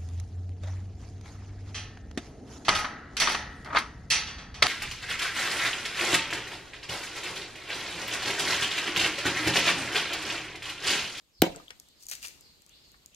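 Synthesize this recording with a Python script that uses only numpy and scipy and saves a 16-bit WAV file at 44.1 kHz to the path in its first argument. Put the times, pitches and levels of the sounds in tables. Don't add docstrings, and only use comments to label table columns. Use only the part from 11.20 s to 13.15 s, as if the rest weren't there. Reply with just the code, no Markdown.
import sys
import numpy as np
from scipy import signal
from scipy.fft import rfft, irfft, next_fast_len
from scipy.io import wavfile
from scipy.ndimage import uniform_filter1d

SR = 44100
rng = np.random.default_rng(int(sys.argv[2]) if len(sys.argv) > 2 else 0)


def waveform_to_disk(signal):
    frames = np.transpose(np.atleast_2d(signal))
    scaled = np.clip(frames, -1, 1) * 32767
    samples = np.round(scaled).astype(np.int16)
    wavfile.write(sys.argv[1], SR, samples)


N = 85995
T, HZ = np.arange(N) / SR, np.fft.rfftfreq(N, 1 / SR)


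def amp(db):
    return 10 ** (np.asarray(db) / 20)


def unit(x):
    return x / np.sqrt(np.mean(x ** 2) + 1e-20)


def read(points, hz):
    f, value = np.transpose(points)
    return np.interp(np.log(hz + 1), np.log(f + 1), value)


def add(mix, s, sound):
    part = mix[:, round(s * SR):][:, :sound.shape[1]]
    part += sound[:, :part.shape[1]]


def convolve(x, taps):
    return signal.fftconvolve(np.atleast_2d(x), np.atleast_2d(taps), axes=1)[:, :N]


def colour(points, size=2048):
    hz = abs(np.fft.fftfreq(size, 1 / SR))
    log_gain = np.log(amp(read(points, hz)))
    spectrum = np.exp(np.conj(signal.hilbert(log_gain)))
    return np.fft.ifft(spectrum).real[:size // 2]


def ports(x, lead_ms, pan_db):
    delay = lead_ms / 1000
    size = next_fast_len(len(x) + 4096)
    delays = np.array([[max(-delay, 0)], [max(delay, 0)]])
    late = np.exp(-2j * np.pi * np.fft.rfftfreq(size, 1 / SR) * delays)
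    return irfft(rfft(x, size) * late, size)[:, :len(x)] * amp([[pan_db / 2], [-pan_db / 2]])


# f/Hz, likeness (0 to 1)
LEFT_RIGHT_LIKENESS = [(60, 0.259), (280, 0.82), (640, 0.17), (1400, 0), (15000, 0.16)]


def diffuse(points):
    a, b = rfft(rng.standard_normal((2, N)))
    same = np.clip(read(LEFT_RIGHT_LIKENESS, HZ), -1, 1)
    pair = np.array([a, same * a + np.sqrt(1 - same ** 2) * b])
    return unit(irfft(pair * amp(read(points, HZ)), N))


def tail(points, t60):
    hz, t, z = signal.stft(diffuse(points), SR, nperseg=256)
    fade = 1000. ** (-t / read(t60, hz)[:, None])
    return signal.istft(z * fade, SR, nperseg=256)[1][:, :N]


def garden(x, t60):
    taps = tail([(20, 0.003), (20000, 0)], t60) * (1 - np.exp(-T / 0.0044))
    return convolve(x, taps / np.linalg.norm(taps[0]))


def burst(db, hz, width_hz, decay_s, size=4096):
    fade = np.exp(-T[:size] / decay_s)
    r = np.exp(-np.pi * width_hz / SR)
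    x = rng.choice([-1., 1.], size) * fade
    for _ in range(2):
        x = signal.lfilter([1, 0, -1], [1, -2 * r * np.cos(2 * np.pi * hz / SR), r * r], x)
    return amp(db) * x * np.linalg.norm(fade) / np.linalg.norm(x)


def ragged(x, depth_db):
    z = signal.stft(x, SR, nperseg=256)[2]
    patches = rng.standard_normal(z.shape[1:])
    for axis in (0, 1):
        patches = uniform_filter1d(patches, size=5, axis=axis)
    flutter = unit(amp(depth_db * unit(patches)))
    return signal.istft(z * flutter, SR, nperseg=256)[1][:, :N]


# f/Hz, relative level/dB per Hz
AIR_SPECTRUM = [(20, -20), (50, 2), (90, -6.5), (300, -10.5), (700, -16.5), (1600, -20.5), (4500, -16),
                (5700, -23), (7000, -19.5), (8200, -24.5), (13000, -27.5), (16000, -33)]
# t/s, level/dB
AIR_LOUDNESS = [(0, -70), (.17, -70.5), (.45, -61.5), (.73, -67), (1.1, -61), (1.4, -65.5), (1.7, -64),
                (1.95, -67)]
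AIR_PATCH_DB = 1.8


def air():
    level = amp(np.interp(T, *np.transpose(AIR_LOUDNESS)))
    return ragged(diffuse(AIR_SPECTRUM), AIR_PATCH_DB) * level


# t/s, length/s, start f/Hz, end f/Hz, level/dB
BIRD_NOTES = [(0.123, 0.1136, 5379, 3508, -60), (0.633, 0.0762, 2630, 4991, -61.5),
              (0.749, 0.0767, 5203, 3935, -62.5), (1.205, 0.0774, 5152, 3879, -57),
              (1.483, .08, 2336, 5211, -55.5), (1.594, 0.107, 5300, 3596, -61),
              (1.91, 0.0673, 2289, 4440, -57)]
BIRD_T60_S, BIRD_ROUGH_HZ, BIRD_DIRECT_DB = 0.73, 280, -12


def bird():
    out = np.zeros((2, N))
    waver = unit(uniform_filter1d(rng.standard_normal(N), size=24))
    for s, length, start_hz, end_hz, db in BIRD_NOTES:
        u = np.arange(0, 1, 1 / (length * SR))
        hz = start_hz + (end_hz - start_hz) * u + BIRD_ROUGH_HZ * waver[:len(u)]
        swell = np.sqrt(np.abs(np.sin(np.pi * u)))
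        note = amp(db) * swell * np.sin(2 * np.pi * np.cumsum(hz) / SR)
        add(out, s, ports(note, 0, 0))
    echo = garden(out, [(2000, BIRD_T60_S), (6000, BIRD_T60_S)])
    return amp(BIRD_DIRECT_DB) * out + echo


BLOW_T = T[:SR // 2]
PUSH_S, PUSH_DB, PUSH_HZ, PUSH_RISE_S = 0.2, -33, 75.04, 0.0061


def push():
    out, t = np.zeros((2, N)), BLOW_T
    swell = t / PUSH_RISE_S * np.exp(-t / PUSH_RISE_S)
    add(out, PUSH_S, ports(amp(PUSH_DB) * swell * np.sin(2 * np.pi * PUSH_HZ * t), 0, 0))
    return out


# t/s, level/dB, f/Hz, decay/s, left lead/ms
FRACTURES = [(.2191, -3, 13000, .00022, -.075), (.2191, -6, 8200, .00018, -.06),
             (.2194, -12.5, 3080, .0022, .03), (.2196, -12, 3900, .0012, .04),
             (.2198, -14, 1500, .0014, .12), (.2199, -15.5, 810, .003, .15), (.2206, -12, 4500, .0005, .05)]
SNAP_DB = -3.5


def snaps():
    out, t = np.zeros((2, N)), BLOW_T
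    for s, db, hz, decay, lead in FRACTURES:
        snap = amp(db + SNAP_DB) * np.exp(-t / decay) * np.sin(2 * np.pi * hz * t)
        add(out, s, ports(snap, lead, pan_db=6))
    return out


# t/s, level/dB, centre f/Hz, width f/Hz, decay/s
FIBRES = [(0.2208, -23, 15300, 5140, 0.00224), (0.2213, -21, 1580, 4900, 0.00358),
          (0.2156, -20, 2940, 900, .002), (.2196, -21, 720, 230, .004),
          (0.2122, -22.5, 6890, 4500, 0.00095)]


def grit():
    out = np.zeros((2, N))
    for s, db, hz, width, decay in FIBRES:
        add(out, max(s, FRACTURES[0][0]), ports(burst(db, hz, width, decay), 0, 0))
    return out


# f/Hz, level/dB
SHELL_MODES = [(174, -26), (289, -27), (337, -20), (531, -30), (685, -31), (745, -30), (914, -37),
               (1561, -41), (1991, -43), (2207, -41), (2341, -41), (2731, -42), (3113, -37), (3948, -41)]
RING_S, RING_DB, SHELL_T60_S = .2203, -1, .14
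THUMP_LEAD_MS = 0.2


def shell_ring():
    out, t = np.zeros((2, N)), BLOW_T
    ring = sum(amp(db - 60 * t / SHELL_T60_S) * np.sin(2 * np.pi * f * t) for f, db in SHELL_MODES)
    add(out, RING_S, ports(amp(RING_DB) * ring, THUMP_LEAD_MS, -0.7))
    return out


THUMP_S, THUMP_DB, THUMP_RISE_S, THUMP_FALL_S = .2226, 6.5, 0.0014, 0.001742
THUMP_HZ, THUMP_END_HZ, SAG_S = 418.7, 150, 0.0044


def thump():
    out, t = np.zeros((2, N)), BLOW_T
    hz = THUMP_END_HZ + (THUMP_HZ - THUMP_END_HZ) * np.exp(-t / SAG_S)
    swell = (1 - np.exp(-t / THUMP_RISE_S)) * np.exp(-t / THUMP_FALL_S)
    swing = swell * np.sin(2 * np.pi * np.cumsum(hz) / SR)
    add(out, THUMP_S, ports(amp(THUMP_DB) * swing, THUMP_LEAD_MS, -.6))
    return out


ECHO_MODE_DB, ECHO_MODE_WIDTH_HZ = 8, 30


def shell_colour(x):
    peaks = sum(1 / (1 + (2 * (HZ - hz) / ECHO_MODE_WIDTH_HZ) ** 2) for hz, _ in SHELL_MODES)
    return irfft(rfft(x) * amp(ECHO_MODE_DB * (peaks - np.mean(peaks))), N)


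# f/Hz, relative level/dB per Hz
NEAR_SPECTRUM = [(30, -13.5), (130, -7), (350, -4.5), (510, 2.5), (590, -13.5), (720, -6.5), (930, -0.5),
                 (1150, -19), (2000, -13.5), (3200, -12.5), (5000, -21.5), (15000, -34)]
# f/Hz, t60/s
NEAR_FADE = [(100, 0.12), (14000, 0.18)]
# f/Hz, relative level/dB per Hz
FAR_SPECTRUM = [(40, -3.5), (120, -2.5), (260, 0), (450, 4.5), (800, -1), (1200, -15.5), (3000, -13.5),
                (7000, -23.5), (15000, -39.5)]
# f/Hz, t60/s
FAR_FADE = [(60, 0.547), (400, 0.3807), (1500, .45), (5000, 0.6), (14000, 0.716)]
NEAR_DB, FAR_DB, ECHO_S, ECHO_PATCH_DB = -25.5, -34.5, .229, 3


def blow_echo():
    out = np.zeros((2, N))
    near = amp(NEAR_DB) * tail(NEAR_SPECTRUM, NEAR_FADE)
    far = amp(FAR_DB) * tail(FAR_SPECTRUM, FAR_FADE)
    echo = ragged(shell_colour(near + far), ECHO_PATCH_DB)
    add(out, ECHO_S, echo * (1 - np.exp(-T / .002)))
    return out


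# delay t/s, level/dB, treble cut f/Hz
REFLECTIONS = [(0.0162, -20.5, 4426), (0.0215, -20.5, 3000)]


def wall_slaps(direct):
    out = np.zeros((2, N))
    for delay, db, cut_hz in REFLECTIONS:
        dull = signal.sosfilt(signal.butter(2, cut_hz, fs=SR, output="sos"), direct)
        add(out, delay, amp(db) * dull)
    return out


THUMP_CUT_HZ = 116.6


def crack():
    bass_cut = signal.butter(2, THUMP_CUT_HZ, "high", fs=SR, output="sos")
    direct = signal.sosfilt(bass_cut, snaps() + grit() + shell_ring() + thump())
    return push() + direct + blow_echo() + wall_slaps(direct)


# t/s, level/dB, centre f/Hz, width f/Hz, decay/s
PARTING_KNOCKS = [(0.347, -51, 1360, 303, 0.0092), (.361, -40.5, 7130, 5180, 0.0021),
                  (0.399, -46.5, 1155, 392, 0.00304), (0.4813, -41, 3190, 890, 0.00157),
                  (0.5057, -40.5, 3725, 4730, 0.00232), (0.5049, -42.5, 1790, 1050, 0.00493),
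                  (0.505, -51.5, 586.6, 990, 0.0052), (1.743, -54.5, 1188, 914.7, 0.00327)]


def halves():
    out = np.zeros((2, N))
    for s, db, hz, width, decay in PARTING_KNOCKS:
        add(out, s, ports(burst(db, hz, width, decay), lead_ms=0.2392, pan_db=6))
    return out + amp(-11.5) * garden(out, [(300, 0.1987), (8000, 0.097)])


WATER_LEAD_MS, WATER_PAN_DB = 0.30746, 4
# t/s, level/dB
DROP_LANDINGS = [(0.599, -33.5), (0.6867, -46.5), (0.8347, -39.5), (0.8557, -43), (0.8669, -31.5),
                 (0.8859, -30), (0.8912, -38.5), (0.899, -29), (0.9138, -21.5), (0.9352, -28),
                 (0.9525, -30.5), (1.0278, -31), (1.0512, -35), (1.072, -31), (1.0831, -31.5),
                 (1.2095, -40.5), (1.4201, -46.5), (1.4639, -46), (1.4938, -44.5), (1.718, -47.5),
                 (1.8603, -35.5), (1.9464, -42)]
DROP_DB, DROP_HZ, DROP_WIDTH_HZ, DROP_DECAY_S = -7, 6520, 4640, 0.001283
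TICK_DB, TICK_HZ, TICK_WIDTH_HZ, TICK_DECAY_S = 2, 7801, 28700, 0.000476


def drops():
    out = np.zeros((2, N))
    for s, db in DROP_LANDINGS:
        body = burst(db, DROP_HZ, DROP_WIDTH_HZ, DROP_DECAY_S)
        tick = burst(db + TICK_DB, TICK_HZ, TICK_WIDTH_HZ, TICK_DECAY_S)
        add(out, s, ports(amp(DROP_DB) * (body + tick), WATER_LEAD_MS, WATER_PAN_DB))
    return out


SPRAY_PER_S, GURGLE_PER_S, GRAIN_SPREAD_DB = 2000, 700, 4.6


def spatter(points, level, per_s):
    uneven_db = GRAIN_SPREAD_DB * np.minimum(rng.exponential(1, (3, N)), 4)
    size = amp(uneven_db) * rng.choice([-1, 1], (3, N))
    left, right, centre = size * (rng.random((3, N)) < per_s / SR)
    sides = np.array([left, right]) * amp([[.8], [-.8]])
    cloud = sides + ports(centre, WATER_LEAD_MS, WATER_PAN_DB)
    taps = colour(points)
    return convolve(unit(cloud) * level, taps / np.linalg.norm(taps))


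# t/s, level/dB, rise/s, decay/s, gurgle level/dB relative to the spray
WATER_HITS = [(0.791, -55, 0.0382, 0.0234, -12), (0.884, -41.5, 0.00464, 0.0177, -12.5),
              (0.913, -41, 0.0034, 0.0271, -1), (1.011, -43.5, 0.0371, 0.0303, -3.5)]
# f/Hz, relative level/dB per Hz
SPRAY_SPECTRUM = [(200, -35.5), (1000, -9), (2500, -35.5), (4500, 4.5), (6400, 5), (8000, 3.5),
                  (10000, 1.5), (13000, -4.5), (16000, -5)]
# f/Hz, relative level/dB per Hz
GURGLE_SPECTRUM = [(100, -36), (400, -5.5), (1000, -9), (1500, 1.5), (2150, 4.5), (2700, 6), (3350, 1.5),
                   (4500, 5.5), (8000, -19.5)]


def splashes():
    spray, gurgle = np.zeros(N), np.zeros(N)
    for s, db, rise, decay, gurgle_db in WATER_HITS:
        swell = np.clip((T - s) / rise, 0, 1)
        fade = np.exp(-np.maximum(T - s - rise, 0) / decay)
        level = amp(db) * swell * fade
        spray += level
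        gurgle += level * amp(gurgle_db)
    return spatter(SPRAY_SPECTRUM, spray, SPRAY_PER_S) + spatter(GURGLE_SPECTRUM, gurgle, GURGLE_PER_S)


# t/s, level/dB, centre f/Hz, width f/Hz, decay/s
SHEET_SLAPS = [(0.9134, -39.5, 890, 2390, 0.0029), (1.0475, -45, 995, 1780, 0.0059)]


def sheet_slaps():
    out = np.zeros((2, N))
    for s, db, hz, width, decay in SHEET_SLAPS:
        add(out, s, ports(burst(db, hz, width, decay), WATER_LEAD_MS, WATER_PAN_DB))
    return out


# t/s, level/dB, f/Hz
AIR_POCKETS = [(0.916, -45.5, 2740), (.927, -44.5, 1910), (1.028, -39.5, 2716), (1.0344, -40.5, 2507),
               (1.0469, -38, 2762), (1.0528, -40, 2610)]
BUBBLE_WIDTH_HZ, BUBBLE_DECAY_S = 344, 0.001265


def bubbles():
    out = np.zeros((2, N))
    for s, db, hz in AIR_POCKETS:
        pop = burst(db, hz, BUBBLE_WIDTH_HZ, BUBBLE_DECAY_S)
        add(out, s, ports(pop, WATER_LEAD_MS, WATER_PAN_DB))
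    return out


# f/Hz, t60/s
WATER_FADE = [(300, 0.098), (3000, 0.578), (7000, 0.496), (14000, 0.437)]
WATER_WET_DB = -11.5


def water():
    out = drops() + sheet_slaps() + bubbles() + splashes()
    return out + amp(WATER_WET_DB) * garden(out, WATER_FADE)


def scene():
    return crack() + halves() + water() + bird() + air()


# f/Hz, level/dB
PORT_RESPONSE = [(20, -0.5), (9300, 3.5), (10100, -8), (11000, -2), (11900, 5.5), (16000, 0)]
OVERLOAD, EDGE_HZ = 1, 15900


def record(dry):
    heard = convolve(dry, colour(PORT_RESPONSE))
    rounded = OVERLOAD * np.tanh(heard / OVERLOAD)
    band_limit = signal.firwin(255, EDGE_HZ, window=("kaiser", 9), fs=SR)
    return signal.oaconvolve(rounded, band_limit[None], "same")


dry = scene()
out = record(dry)
waveform_to_disk(out)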